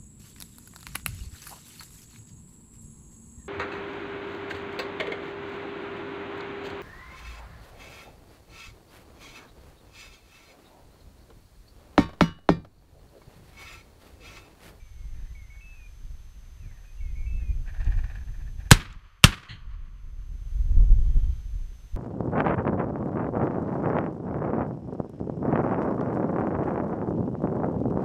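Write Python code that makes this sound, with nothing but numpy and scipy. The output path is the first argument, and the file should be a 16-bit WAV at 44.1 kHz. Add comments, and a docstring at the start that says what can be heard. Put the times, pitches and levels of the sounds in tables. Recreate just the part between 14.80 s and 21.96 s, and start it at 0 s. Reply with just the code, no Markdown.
'''Wind eddies buffet the microphone of a small camera on a hunter's head while birds whistle in an olive grove.
His jacket rustles by stick-slip friction as he raises a shotgun. At 3.9 s and 4.4 s the hammer clacks
and a blast overloads the microphone, then rolls away through the trees; the gain ducks and recovers.
He lowers the gun with a swish of his sleeve. Near 6 s the strongest gusts arrive, and leaves hiss.'''
import sys
import numpy as np
from scipy import signal
from scipy.fft import rfft, irfft, next_fast_len
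from scipy.io import wavfile
from scipy.ndimage import uniform_filter1d, minimum_filter1d

SR = 44100
rng = np.random.default_rng(int(sys.argv[2]) if len(sys.argv) > 2 else 0)


def put_to_file(sound):
    """Save the sound as 16-bit audio at rate SR, in the file named by the first command-line argument."""
    columns = np.atleast_2d(sound).T  # one column per channel
    safe = np.clip(columns, -1, 1)
    whole_steps = np.round(safe * 32767)
    wavfile.write(sys.argv[1], SR, whole_steps.astype(np.int16))


N = 315844
TIME = np.arange(N) / SR

# the two shots: (time [s], crack [dB], ring frequency [Hz], ring [dB], thump [dB], echo [dB])
SHOTS = [(3.9134, 17.5, 1350, 19, 19, 1.5), (4.440, 16, 2978, 18.5, 15.5, 2)]


def from_db(db):
    """Amplitude ratio: a factor of ten for every 20 dB."""
    return 10 ** (np.asarray(db) / 20)


def rms_one(x):
    """Normalisation to unit rms."""
    return x / np.sqrt(np.mean(x ** 2) + 1e-20)


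def noise(spectrum, grain_db=0):
    """Spectral shaping of white noise to (frequency [Hz], relative level [dB]); unit rms."""
    white = rng.standard_normal(N) * from_db(grain_db * rng.standard_normal(N))  # uneven, so grainy
    hz, db = np.transpose(spectrum)
    size = next_fast_len(N)
    log_f = np.log(np.maximum(np.arange(size // 2 + 1) * SR / size, 1))
    beyond_ends = np.abs(log_f - np.clip(log_f, np.log(hz[0]), np.log(hz[-1])))
    gain = from_db(np.interp(log_f, np.log(hz), db) - 20 * beyond_ends)
    return rms_one(irfft(rfft(white, size) * gain, size)[:N])


def drift(rate_hz):
    """Random modulation: linear interpolation between Gaussian values."""
    knots = rng.standard_normal(N // 20)
    return np.interp(TIME * rate_hz, np.arange(len(knots)), knots)


def steady(x, span_s):
    """Division by the running rms evens out the swells of a noise."""
    return x / np.sqrt(uniform_filter1d(x ** 2, max(int(span_s * SR), 2)) + 1e-4)


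def lowpass(x, hz):
    """Second-order low-pass filtering."""
    return signal.sosfilt(signal.butter(2, hz, fs=SR, output="sos"), x)


def swell(peak_s, length):
    """Gaussian envelope, within about 4 dB of its peak for the given length."""
    return np.exp(-2 * np.minimum(((TIME - peak_s) / length) ** 2, 20))


def decay(start, t60, rise=1e-4):
    """Exponential damping: an envelope that rises at start and falls 60 dB in t60 seconds."""
    out, at = np.zeros(N), slice(*np.searchsorted(TIME, [start, start + 2 * t60]))
    age = TIME[at] - start
    out[at] = (1 - np.exp(-age / rise)) * np.exp(-np.log(1000) * age / t60)
    return out


def noise_floor():
    """Broadband noise of still air under the pure tones of the camera's electronics."""
    # still air: (frequency [Hz], relative level [dB])
    air_spectrum = [(200, -1), (500, -4), (850, -6), (1200, -5), (2200, -6.5), (3500, -8), (6000, -12.5),
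                    (12500, -19), (15500, -21.5)]
    # electronic whine: (frequency [Hz], rms level [dB])
    tones = [(6233.7, -71), (12467.4, -80)]
    whine = sum(from_db(db) * np.sqrt(2) * np.sin(2 * np.pi * hz * TIME) for hz, db in tones)
    return from_db(-63.5) * noise(air_spectrum) + whine


def leaves():
    """Friction of olive leaves brushing past: one swell of thin hiss."""
    # leaf hiss: (frequency [Hz], relative level [dB])
    spectrum = [(1000, -6), (2000, -9), (2950, -10), (3200, 0.5), (3500, -15), (4400, -12), (6000, -17.5)]
    return from_db(-66) * swell(6.35, length=0.5) * noise(spectrum) * from_db(2 * drift(40))


def whistle(notes, waver):
    """Frequency modulation: pure tones glide, fastest at first; the wider the glide, the more it wavers."""
    out, wobble = np.zeros(N), waver * drift(94)
    for start, length, start_hz, end_hz, start_db, end_db in notes:
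        at = np.flatnonzero((TIME >= start) & (TIME < start + length))
        progress = np.linspace(0, 1, len(at))
        hz = start_hz * (end_hz / start_hz) ** (progress ** .85 + wobble[at])
        edges = np.minimum(np.minimum(progress, 1 - progress) * length / 0.0017, 1)
        level = from_db(start_db + (end_db - start_db) * progress)
        out[at] += edges * level * np.sin(2 * np.pi * np.cumsum(hz) / SR)
    return out


def birds():
    """One bird sings its phrase twice and farther ones flicker; the trees add faint reverberation."""
    # near bird: (time [s], length [s], start pitch [Hz], end pitch [Hz], start level [dB], end level [dB])
    near_notes = [(.55, 0.15, 2280, 2015, -51.5, -67.5), (.70, 0.11, 2215, 2220, -52, -52),
                  (.808, 0.14, 2615, 2620, -50.5, -56.5), (.943, 0.13, 2560, 2410, -58.5, -53.5)]
    # farther birds, before their level flickers: same columns
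    far_notes = [(0, 0.81, 2344, 1845, -61.5, -79), (1.8, 0.18, 2800, 1770, -63.5, -60),
                 (2.05, 0.077, 2510, 2490, -66, -58), (2.17, 0.15, 2820, 2470, -66.5, -64),
                 (2.36, 0.39, 2455, 2040, -60, -66)]
    phrase = whistle(near_notes, waver=.05)
    repeat = from_db(-2) * np.interp(TIME - 1.655, TIME, phrase)
    distant = whistle(far_notes, waver=.025) * from_db(3 * drift(45) - 2)
    song = phrase + repeat + distant
    trees = rng.standard_normal(N) * decay(0, t60=0.29, rise=0.011)
    return song + from_db(-9) * signal.fftconvolve(song, trees / np.linalg.norm(trees))[:N]


def wind():
    """Turbulence at the microphone port: large eddies rumble and shed quicker buffeting."""
    # large eddies: (frequency [Hz], relative level [dB])
    rumble_spectrum = [(12, -14), (22, 1.5), (36, -1), (60, -7), (90, -20), (150, -40.5)]
    # small eddies: (frequency [Hz], relative level [dB])
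    buffet_spectrum = [(50, -10), (90, 3.5), (130, -5.5), (200, -17.5), (300, -24.5), (500, -34),
                       (1000, -46), (2500, -66)]
    # gusts: (peak time [s], length [s], rumble level [dB], extra buffeting [dB])
    gusts = [(0.358, 0.28, -34, -2), (1.3, .16, -36.5, -3.5), (1.86, 0.12, -40, 6.5),
             (2.263, 0.13, -29, -13), (2.515, 0.29, -27, -0.5), (2.734, 0.23, -26, 0.5),
             (3.122, 0.2, -21, 1.5), (3.6, 0.57, -33, 2), (4.125, 0.17, -29, 5.5), (4.946, 0.17, -21, -3),
             (5.33, 0.71, -29.5, 0.5), (5.8, .1, -20.5, -8), (5.989, .13, -12, 1), (6.14, .12, -12, -3),
             (6.36, 0.22, -17, 0), (6.767, 0.19, -28.5, -4), (7.174, 0.042, -18.5, 1)]
    breeze_db, buffet_db = -44, -56  # rumble and buffeting between gusts
    buffet_slope = 0.79  # dB of buffeting per dB of rumble
    rumble_power, buffet_power = from_db(breeze_db) ** 2, from_db(buffet_db) ** 2
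    for peak_s, length, db, extra_db in gusts:
        gust = from_db(db - breeze_db) * swell(peak_s, length)
        rumble_power += (from_db(breeze_db) * gust) ** 2
        buffet_power += (from_db(buffet_db + extra_db) * gust ** buffet_slope) ** 2
    rumble = steady(noise(rumble_spectrum), 0.11)
    swirl = np.sqrt(uniform_filter1d(rumble ** 2, int(.02 * SR)) + .05)
    buffet = swirl * steady(noise(buffet_spectrum), 0.061)
    return np.sqrt(rumble_power) * rumble + np.sqrt(buffet_power) * buffet


def jacket():
    """Stick-slip friction: in each movement the cloth catches and slips in quick, rasping jerks."""
    # movements of body and arms: (time [s], length [s], level [dB], slip interval [s])
    moves = [(0.352, .13, -64.5, 0.053), (0.748, .03, -63, 0.07), (0.934, .12, -65.5, 0.071),
             (1.851, .23, -63.5, .065), (2.614, .03, -61, .06), (2.884, .17, -48, 0.064),
             (3.066, .32, -49, 0.0585), (3.414, .27, -58, 0.065), (3.804, .09, -57.5, 0.052)]
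    # rasp of the cloth: (frequency [Hz], relative level [dB])
    spectrum = [(300, -17.5), (520, -15), (750, -2.5), (1000, -9), (1330, -12.5), (1650, 1), (1860, 1.5),
                (2100, -17.5), (2400, -3.5), (3000, -18), (4500, -22.5), (8000, -35), (14000, -42)]
    jitter_s, slip_s, spread_db = .002, .058, 1.0
    jerks = np.zeros(N)
    for start, length, db, interval in moves:
        chances = rng.standard_normal((16, 2))
        for time, (late, strong) in zip(np.arange(start, start + length, interval), chances):
            offset = 2 * (TIME - time - jitter_s * late) / slip_s
            at = np.abs(offset) < 4
            release = np.where(offset[at] > -.25, 1, .45)  # steps up as the cloth lets go
            jerks[at] += from_db(db + spread_db * strong) * np.exp(-1.3 * offset[at] ** 2) * release
    return jerks * steady(noise(spectrum, grain_db=2.5), 0.018) * from_db(2.7 * drift(300))


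def gear_clicks():
    """Light impacts of gun and gear: bright, quickly damped transients."""
    # clicks: (time [s], level [dB])
    clicks = [(.2744, -66), (3.046, -50), (3.1714, -55), (3.6024, -69), (4.127, -37), (4.629, -42)]
    envelope = sum(from_db(db) * decay(time, t60=0.016) for time, db in clicks)
    return envelope * noise([(1500, -5), (3500, 9.5), (7500, 8), (14000, -19)])


def sleeve():
    """Sliding friction: the sleeve swishes as the gun comes down."""
    # swish: (frequency [Hz], relative level [dB])
    spectrum = [(700, -15), (1200, -10), (1700, 3), (2000, 5), (2400, -7), (3100, 8), (3600, -8),
                (4200, 3.5), (5200, -34), (6600, -15), (7400, -29), (8200, -27), (12000, -46)]
    return from_db(-19.5) * noise(spectrum) * decay(4.685, t60=0.21, rise=0.025)


def stock_bump(hz=124):
    """A soft impact excites only low frequencies: the stock bumps the shoulder."""
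    thud = steady(noise([(hz / 2, -8), (hz, 0), (hz * 2, -24)]), 0.025)
    return from_db(-20.5) * thud * decay(4.69, t60=0.34, rise=0.021)


def hammer(lead_s=0.0061):
    """Impact on steel: the hammer clacks just before each shot leaves the muzzle."""
    # ring of the steel: (frequency [Hz], relative level [dB])
    spectrum = [(700, -9), (1800, -5.5), (3100, 0), (5000, -8), (9000, -10.5), (14000, -16.5)]
    strikes = sum(decay(time - lead_s, t60=.04) for time, *_ in SHOTS)
    return from_db(-19.5) * noise(spectrum) * strikes


def grove_echoes():
    """Reflection and scattering: ground, wall and trees return each blast, then a far echo rolls on."""
    # nearby scatter: (frequency [Hz], relative level [dB])
    scatter_spectrum = [(100, 4), (250, -1.5), (400, -6.5), (600, -15), (850, -9.5), (1200, 0.5),
                        (1900, -3), (2300, -4), (3300, -6), (4500, -10.5), (5500, -13.5), (10000, -20.5),
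                        (15000, -27)]
    # low boom of the grove: (frequency [Hz], relative level [dB])
    boom_spectrum = [(40, -11), (90, 6.5), (160, -1), (250, -12.5), (500, -28.5)]
    # far echo: (frequency [Hz], relative level [dB])
    far_spectrum = [(300, -15.5), (800, -12.5), (1130, 2), (1500, -3), (1900, -4.5), (2400, -7.5),
                    (3200, -9), (3800, -18), (4400, -14), (5500, -28.5), (9000, -44)]
    # strong reflections from wall and trees: (delay [s], relative level [dB])
    reflections = [(.04, -27), (0.081, -22.5), (.135, -38), (.187, -38.5), (0.258, -53)]
    scatter = noise(scatter_spectrum, grain_db=6)
    boom = steady(noise(boom_spectrum), .03)
    # longer paths through the foliage lose their treble and arrive in clumps
    dull = rms_one(lowpass(noise(scatter_spectrum, grain_db=6), 4500)) * from_db(2.5 * drift(110))
    far = noise(far_spectrum) * from_db(2 * drift(35))
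    out = np.zeros(N)
    for time, *_, echo_db in SHOTS:
        echo = from_db(-13) * scatter * decay(time, t60=0.21, rise=0.0024)
        echo += from_db(-24) * dull * decay(time, t60=.48, rise=.01)
        echo += from_db(-32.5) * scatter * decay(time, t60=.5, rise=.02)  # leaves throw back a sizzle
        echo += from_db(-10) * boom * decay(time, t60=0.28, rise=.015)
        echo += dull * sum(from_db(db) * decay(time + lag, t60=0.098, rise=.004) for lag, db in reflections)
        echo += from_db(-41.5) * far * decay(time, t60=2.3, rise=0.11)
        out += from_db(echo_db) * echo
    return out


def thump(start, hz=130.98, crest_s=0.0061, settle_hz=34):
    """Damped oscillation: the pressure wave swings the microphone briefly, then it settles slowly."""
    out, at = np.zeros(N), slice(*np.searchsorted(TIME, [start, start + .5]))
    age = TIME[at] - start
    pulse = (age / crest_s * np.exp(1 - age / crest_s)) ** 4
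    settle = from_db(-12) * decay(start, t60=.17)[at] * np.sin(2 * np.pi * settle_hz * age)
    out[at] = pulse * np.sin(2 * np.pi * hz * age) + settle
    return out


def muzzle_blasts():
    """Direct sound of each pressure impulse: a broadband crack, a brief ring and a low thump."""
    # muzzle crack: (frequency [Hz], relative level [dB])
    spectrum = [(100, -7.5), (330, -3.5), (500, -11.5), (750, -7), (1400, 0.5), (2100, -6), (3300, -2.5),
                (5500, -9), (10000, -14.5), (15000, -28)]
    crack = steady(noise(spectrum), 0.0025)
    out = np.zeros(N)
    for time, crack_db, ring_hz, ring_db, thump_db, _ in SHOTS:
        ring_band = [(ring_hz / 2, -26), (ring_hz * 0.82, 0), (ring_hz * 1.15, 0), (ring_hz * 2, -28)]
        out += from_db(crack_db) * crack * (decay(time, t60=0.02) + from_db(-14) * decay(time, t60=0.081))
        out += from_db(ring_db) * steady(noise(ring_band), 0.0023) * decay(time, t60=0.018)
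        out += from_db(thump_db) * thump(time)
    return out


def scene():
    """Superposition of all sources in one channel."""
    mix = muzzle_blasts() + grove_echoes() + jacket() + birds() + gear_clicks() + sleeve() + stock_bump()
    return (mix + leaves() + wind() + noise_floor() + hammer())[None]


def gain_control(x, threshold_db, depth_db, hold_s, release_db_per_s, attack_s):
    """Automatic gain control: an overload turns the gain down; it is held, then creeps back."""
    excess_db = np.clip(20 * np.log10(np.abs(x) + 1e-9) - threshold_db, 0, depth_db)
    size = int(hold_s * SR) | 1
    held_db = -minimum_filter1d(-excess_db, size, origin=size // 2)
    cut_db = np.maximum.accumulate(held_db + release_db_per_s * TIME) - release_db_per_s * TIME
    pole = np.exp(-1 / (attack_s * SR))
    return x * from_db(-signal.lfilter([1 - pole], [1, -pole], cut_db))


def record(dry):
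    """Gain control, soft saturation and band limiting: a gentle treble roll-off, then a steep cut."""
    ducked = gain_control(dry[0], threshold_db=-3.5, depth_db=12, hold_s=0.56,
                          release_db_per_s=16.5, attack_s=0.00027)
    saturated = .92 * ducked / (1 + ducked ** 4) ** .25
    steep_cut = signal.cheby2(16, 70, 16200, fs=SR, output="sos")
    return signal.sosfilt(steep_cut, lowpass(saturated, 15500))[None]


dry = scene()
out = record(dry)
put_to_file(out)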